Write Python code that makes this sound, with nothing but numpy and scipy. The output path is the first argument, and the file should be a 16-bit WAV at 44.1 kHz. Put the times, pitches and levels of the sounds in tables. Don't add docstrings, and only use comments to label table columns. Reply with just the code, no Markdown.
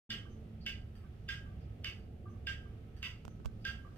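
import sys
import numpy as np
from scipy import signal
from scipy.fft import rfft, irfft, next_fast_len
from scipy.io import wavfile
from scipy.ndimage import uniform_filter1d

SR = 44100
rng = np.random.default_rng(int(sys.argv[2]) if len(sys.argv) > 2 else 0)


def invert_db(x):
    u = np.asarray(x, float) / 20
    return 10 ** u


def file_out(sig):
    cols = np.atleast_2d(sig).T
    lim = np.clip(cols, -1, 1)
    pcm = np.round(lim * 32767).astype(np.int16)
    wavfile.write(sys.argv[1], SR, pcm)


N = 175077

# [frequency_hz, density_db]
RUMBLE_SPECTRUM = [(11, -20), (18, -11), (107, -5), (184, -16), (337, -22.5), (445, -23.5), (475, -26),
                   (752, -31.5), (900, -39), (1170, -102), (1980, -120)]
HISS_SPECTRUM = [(600, -29), (900, -8.5), (1300, -6.5), (2900, -7.5), (4200, -15), (7600, -24),
                 (12000, -24.5), (15500, -17)]
RUMBLE_DB, HISS_DB = -47.5, -74.5
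# [frequency_hz, width_hz, gain_db]
ROOM_RESONANCES = [(47.3, 2.9, 3), (67.7, 13.4, 7.5), (107, 3.5, 7.5), (175, 32, 3.5), (219.9, 3.6, 16),
                   (252, 12, 2.5), (352, 6.2, 7.5), (444.6, 4.1, 6.5), (734, 6.3, 7), (1288, 11, 14)]
# [frequency_hz, likeness_0_to_1]
PORT_LIKENESS = [(130, 0.99), (290, 0.89), (600, 0.5), (1400, 0.047)]
# [frequency_hz, difference_db]
PORT_BALANCE = [(100, -2.5), (220, -1.5), (500, -3.5), (1300, -5.5), (3000, -0.5), (8000, 4)]
# [frequency_hz, lead_rad]
PORT_LEAD = [(130, 0), (300, .25), (500, .4), (800, 1.2)]

# [frequency_hz, t60_s]
ROOM_T60 = [(1000, 0.46), (2000, 0.32), (4000, 0.26), (8000, 0.32), (14000, 0.2)]
ROOM_DB, ROOM_FILL_S, ECHO_LIKENESS = 6, 0.0065, .3
CLOCK_PAN_DB, RIGHT_LAG_SAMPLES = -4.5, 4

# [start_s, level_db, dial_ring_db, panel_ring_db, low_case_db]
BEATS = [
    (.1030, -31.5, -1.5, 1, 2),
    (.6628, -33, -2.5, -0.5, 0),
    (1.2875, -31.5, 7, -3.5, 0.5),
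    (1.8442, -33.5, -6, 0, 4.5),
    (2.4700, -31, 5.5, -3, 3),
    (3.0278, -33.5, -17, -3.5, 4),
    (3.6505, -31, 7.5, -5, 3),
]
# [frequency_hz, level_db, t60_s]
TICK_PLATES = [(1911, -5, .1), (2120, -5, .12), (2377, -10, .1), (2525, -9, .1), (2660, -9, .1),
               (2878, -6, .1), (3074, -8, .12), (3138, -9, .1), (3300, -7, .1), (3569, -8, .1),
               (4700, -14, .12), (4940, -20, .1)]
TOCK_PLATES = [(1550, -12, .06), (2008, -5, .1), (2240, -4, .12), (2476, -5, .1), (2640, -5, .1),
               (2799, -4, .1), (2945, -1, .1), (3060, -4, .1), (3265, -6, .1), (3510, -8, .1),
               (3714, -10, .1), (4646, -15, .1)]
PLATES_DB, PLATES_T60_SCALE = -19, .6
# [frequency_hz, width_hz, level_db]
CASE = [(1479, 940, -12), (2097, 580, -8), (2857, 650, 1), (3220, 1100, -0.5), (4900, 1280, -6),
        (5970, 2700, -13.5), (8100, 940, -23.5), (9480, 870, -38), (11600, 2000, -26.5), (13600, 1300, -28),
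        (14050, 1400, -29)]
# [frequency_hz, level_db, swell_s, t60_s]
DIAL = [(1596.4, 0, 0.006, 0.25), (1618, -7.5, 0.0046, 0.29), (1590, -13.5, 0.037, 0.43)]
DIAL_NEAR_DB, DIAL_ROOM_DB, DIAL_WOBBLE = 8, -8.5, .3
# [frequency_hz, level_db, swell_s, t60_s]
TICK_PANELS = [(1912, -25.5, 0.0047, 0.11), (2086, -16, 0.037, 0.24), (2605, -20, 0.025, .25),
               (2940, -32, 0.036, 0.33), (2994, -22, 0.0038, 0.44), (3077, -14.5, 0.006, 0.39),
               (3193, -11, 0.02, 0.24), (3340, -19, 0.0043, .27), (3540, -12.5, 0.0029, 0.13),
               (4750, -23.5, 0.0022, .25), (4880, -14, 0.00091, .035)]
TOCK_PANELS = [(1176, -23, 0.034, 0.17), (1557, -17, 0.0025, 0.16), (2018, -27, 0.0062, 0.31),
               (2210, -15, 0.0049, 0.28), (2220, -16.5, 0.02, .28), (2470, -19, 0.024, 0.32),
               (2664, -3, 0.023, .2), (2790, -16, 0.007, 0.32), (2853, -8.5, 0.00085, 0.24),
               (2938, -16.5, 0.0012, 0.36), (3015, -11, 0.0012, 0.3), (3560, -17.5, 0.0045, 0.25),
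               (4900, -11.5, 0.0009, 0.026), (4640, -25.5, 0.013, 0.43)]
PANEL_WOBBLE, WOBBLE_S = .85, .008
UNLOCK_S, UNLOCK_DB = .009, -2
RATTLE_S, RATTLE_DB = 0.016, -2
DROP_S, TICK_DROP_DB, TOCK_DROP_DB = .0012, 9, 14
TICK_TOP_DB, TOCK_TOP_DB = 0, 3

# [start_s, level_db]
WALL_KNOCKS = [
    (0.254, -56.5),
    (1.038, -61),
    (1.461, -61),
    (2.256, -56),
    (2.657, -64),
    (3.445, -61.5),
    (3.849, -58.5),
]
# [frequency_hz, level_db, swell_s, t60_s]
WALL_PANELS = [(1175, 5, .002, .06), (1555, 0, .006, .07)]
WALL_LATE_S, WALL_ROOM_DB = .008, -4
# [start_s, level_db, pitch_hz]
MANTEL_BEATS = [
    (0.297, -56.5, 6170),
    (0.607, -47.5, 4550),
    (1.6, -58, 5000),
    (2.289, -61, 6070),
    (3.284, -59, 6050),
    (3.605, -55.5, 4900),
]
# [start_s, level_db]
QUARTZ_STEPS = [
    (0.9541, -57),
    (1.959, -63.5),
    (2.9659, -54.5),
    (3.9604, -56),
]
# [frequency_hz, level_db, t60_s]
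QUARTZ_MODES = [(1410, -18, 0.02), (1780, -5, 0.016), (3050, 0.5, 0.005), (4650, -6, 0.013),
                (5870, -16.5, 0.024), (8100, -7.5, 0.004), (11400, -11, 0.0037)]
FAR_DIRECT_DB = -7

# [start_s, level_db, pitch_hz]
THUMPS = [
    (3.249, -50, 182),
    (3.2785, -47, 170),
    (3.402, -49, 169),
    (3.4535, -31.5, 83),
]
THUMP_CYCLES, THUMP_SAG, THUMP_LEFT = 0.82, 0.091, 0.52
# [start_s, level_db, left_minus_right_db, treble_db]
CLICKS = [
    (3.25, -56, -7, 3),
    (3.2522, -46, -13.5, 5),
    (3.28, -43, -10, -0.5),
    (3.4010, -59, -13, -10),
    (3.4475, -63, -18, -2),
    (3.4486, -52.5, -13, 2),
    (3.452, -52, -12, -1),
    (3.4582, -41, -18, 3),
    (3.46, -48.5, -11.5, 7.5),
]
# [frequency_hz, level_db, t60_s]
CLICK_MODES = [(1020, 0, 0.006), (1370, -5.5, 0.0086), (2750, 2.5, 0.0018), (5000, 9, 0.00059),
               (6800, -20, 0.0024), (12000, -5.5, .001)]
# [frequency_hz, level_db, t60_s]
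SHELL = [(760, 3, 0.0078), (383, 1, .012)]

# [frequency_hz, width_hz, gain_db]
PORT_DIPS = [(3930, 790, -1.5), (7300, 440, -5), (9500, 1700, -1)]
START_S, FADE_S, TOP_HZ = 0.0922, 0.0021, 15500


def curve(table, hz):
    points = np.array(table)
    return np.interp(np.log(np.maximum(hz, 1)), np.log(points[:, 0]), points[:, 1])


def add(track, sound, s):
    i = int(s * SR)
    track[..., i:i + sound.shape[-1]] += sound[..., :track.shape[-1] - i]


def band(x, hz, width):
    b, a = signal.iirpeak(hz, hz / width, fs=SR)
    return signal.lfilter(b, a, signal.lfilter(b, a, x))


def walk(rate):
    k = int(SR / rate)
    held = np.repeat(rng.standard_normal(N // k + 1), k)
    return 1.8 * uniform_filter1d(uniform_filter1d(held, k), k)[:N]


def ventilation(shape, db, resonances, swell_db, flicker_db):
    size = next_fast_len(N)
    f = np.arange(size // 2 + 1) * SR / size
    boost = sum((invert_db(d) - 1) / (1 + ((f - hz) / w * 2) ** 2) for hz, w, d in resonances)
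    gain = invert_db(curve(shape, f)) * (1 + boost)
    alike = np.clip(curve(PORT_LIKENESS, f), 0, 1)
    sign = np.array([[1], [-1]])
    mid, side = rfft(rng.standard_normal((2, size)))
    both = gain * (mid * np.sqrt(1 + alike) + sign * side * np.sqrt(1 - alike))
    both = both * invert_db(sign * curve(PORT_BALANCE, f) / 2) * np.exp(.5j * sign * curve(PORT_LEAD, f))
    out, swell = 0, walk(2.44)
    for hz in 20 * 2 ** np.arange(10):
        octaves_away = np.clip(np.log2(np.maximum(f, 1) / hz), -1, 1)
        share = np.cos(np.pi / 2 * octaves_away) ** 2
        if np.any(share * gain > 1e-4):
            level = invert_db(swell_db * swell + flicker_db * walk(5.706))
            out = out + irfft(both * share, size)[:, :N] * level
    return out * invert_db(db) / np.sqrt(np.mean(out.mean(axis=0) ** 2))


def room(x):
    t, echo = np.arange(SR // 2) / SR, 0
    mid, side = rng.standard_normal((2, len(t)))
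    sign = np.array([[1], [-1]])
    air = np.sqrt(1 + ECHO_LIKENESS) * mid + np.sqrt(1 - ECHO_LIKENESS) * side * sign
    for k, hz in enumerate(700 * 2 ** np.arange(0, 4.6, .5)):
        decay = 1000. ** (-t / curve(ROOM_T60, hz))
        echo = echo + (-1) ** k * band(air, hz, hz / 2) * decay
    echo = echo * (1 - np.exp(-t / ROOM_FILL_S))
    return signal.fftconvolve(x[None], echo / np.sqrt(np.sum(echo ** 2) / 2), axes=1)


def ring(modes, scatter_db=2, size=13230):
    hz, db, t60 = np.array(modes, float).T[:, :, None]
    level_luck, pitch_luck = rng.standard_normal((2, len(modes), 1))
    t = np.arange(size) / SR
    sines = np.sin(2 * np.pi * hz * (1 + 0.0026 * pitch_luck) * t)
    return np.sum(invert_db(db + scatter_db * level_luck) * sines * 1000. ** (-t / t60), axis=0)


def panels(table, wobble=PANEL_WOBBLE):
    hz, db, swell, t60 = np.array(table, float).T[:, :, None]
    t, k = np.arange(13230) / SR, int(WOBBLE_S * SR)
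    luck = rng.standard_normal((2, 2, len(table), len(t)))
    waver = uniform_filter1d(uniform_filter1d(luck, k), k) * np.sqrt(.75 * k)
    carrier = (1 + wobble * (waver[0] + 1j * waver[1])) * np.exp(2j * np.pi * hz * t)
    envelope = (1 - np.exp(-t / np.abs(swell))) * 1000. ** (-t / t60)
    return np.sum(invert_db(db) * envelope * carrier.imag, axis=1)


def case_filter(impacts, low_db, top_db):
    out = 0
    for hz, width, db in CASE:
        gain = invert_db(db + low_db * (hz < 2500) + top_db * (hz > 9000)) / np.sqrt(width / 1000)
        out = out + gain * band(band(impacts, hz, width), hz, width)
    return out


def longcase():
    out, t = np.zeros((2, N)), np.arange(13230) / SR
    sides = [(TICK_PLATES, TICK_PANELS, TICK_DROP_DB, TICK_TOP_DB),
             (TOCK_PLATES, TOCK_PANELS, TOCK_DROP_DB, TOCK_TOP_DB)]
    for k, (s, db, dial_db, panel_db, low_db) in enumerate(BEATS):
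        plate_modes, panel_modes, drop_db, top_db = sides[k % 2]
        chatter_db = 4.16 * np.repeat(rng.standard_normal(90), 147)
        rattle = rng.standard_normal(len(t)) * invert_db(RATTLE_DB + chatter_db) * np.exp(-t / RATTLE_S)
        drop = np.sign(rng.standard_normal(len(t))) * invert_db(drop_db) * np.exp(-t / DROP_S)
        rattle, drop = case_filter(np.array([rattle, drop]), low_db, top_db)
        dial = invert_db(PLATES_DB + dial_db) * panels(DIAL, DIAL_WOBBLE)
        plates = ring(np.array(plate_modes) * [1, 1, PLATES_T60_SCALE]) * (1 - np.exp(-t / .0005))
        scrape = rng.standard_normal(len(t)) * (t < UNLOCK_S) * t / UNLOCK_S
        beat = invert_db(UNLOCK_DB) * band(scrape, 2900, 900)
        add(beat, rattle + invert_db(PLATES_DB) * plates + invert_db(DIAL_ROOM_DB) * dial[0], UNLOCK_S)
        roomy = np.pad(beat, (0, SR // 2 - 1)) + invert_db(ROOM_DB) * room(beat)
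        add(out, invert_db(db) * roomy, s - UNLOCK_S)
        direct = drop + invert_db(DIAL_NEAR_DB) * dial + invert_db(panel_db) * panels(panel_modes)
        add(out, invert_db(db) * direct, s)
    return out


def wall_clock():
    out = np.zeros((2, N))
    for s, db in WALL_KNOCKS:
        for k, mode in enumerate(WALL_PANELS):
            knock = invert_db(db) * panels([mode])
            add(out, knock, s + k * WALL_LATE_S)
            add(out, invert_db(WALL_ROOM_DB) * room(knock[0]), s + k * WALL_LATE_S)
    return out


def mantel_clock():
    out, t = np.zeros(N), np.arange(4410) / SR
    for s, db, hz in MANTEL_BEATS:
        burst = rng.standard_normal(len(t)) * np.exp(-t / 0.019)
        add(out, invert_db(db) * band(burst, hz, 700), s)
    return out


def quartz_clock():
    out = np.zeros(N)
    for s, db in QUARTZ_STEPS:
        add(out, invert_db(db + 3.5) * ring(QUARTZ_MODES), s)
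    return out


def thumps():
    out = np.zeros((2, N))
    for s, db, hz in THUMPS:
        turns = np.arange(4410) / SR * hz
        envelope = turns / THUMP_CYCLES * np.exp(1 - turns / THUMP_CYCLES)
        push = -np.sin(2 * np.pi * turns / (1 + THUMP_SAG * turns)) * envelope
        add(out, invert_db(db) * push * np.array([[THUMP_LEFT], [THUMP_LEFT - 2]]), s)
    return out


def finger_clicks():
    out, t = np.zeros((2, N)), np.arange(1323) / SR
    for s, db, pan_db, treble_db in CLICKS:
        modes = [(hz, d + treble_db * (hz > 2000), t60) for hz, d, t60 in CLICK_MODES]
        click = ring(modes, 0.67, size=1323) * (1 - np.exp(-t / .0001))
        creak = invert_db(treble_db - 26.5) * band(rng.standard_normal(len(t)), 4500, 5900) * np.exp(-t / 0.014)
        add(out, invert_db(db + pan_db * np.array([[.5], [-.5]])) * (click + creak), s)
        shell = ring(SHELL, 2.2, size=1323) * np.array([[-.5], [1]])
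        add(out, invert_db(db - treble_db / 2 + 4.5) * shell, s)
    return out


def scene():
    rumble = ventilation(RUMBLE_SPECTRUM, RUMBLE_DB, ROOM_RESONANCES, .3, .8)
    hiss = ventilation(HISS_SPECTRUM, HISS_DB, ROOM_RESONANCES[-1:], 0.43, 0.69)
    clocks = longcase() + wall_clock()
    far = mantel_clock() + quartz_clock()
    clocks = clocks + invert_db(FAR_DIRECT_DB) * far + room(far)[:, :N]
    clocks = clocks * invert_db(CLOCK_PAN_DB * np.array([[.5], [-.5]]))
    clocks[1] = np.roll(clocks[1], RIGHT_LAG_SAMPLES)
    return clocks + thumps() + finger_clicks() + rumble + hiss


def roll_off(x):
    return signal.sosfilt(signal.butter(12, 15970, fs=SR, output="sos"), x)


def record(dry):
    for hz, width, db in PORT_DIPS:
        dry = dry - (1 - invert_db(db)) * band(dry, hz, width)
    low_pass = signal.ellip(8, .2, 60, TOP_HZ, fs=SR, output="sos")
    dry = signal.sosfilt(low_pass, dry)
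    fade = np.clip((np.arange(N) / SR - START_S) / FADE_S, 0, 1)
    return roll_off(dry * fade)


dry = scene()
out = record(dry)
file_out(out)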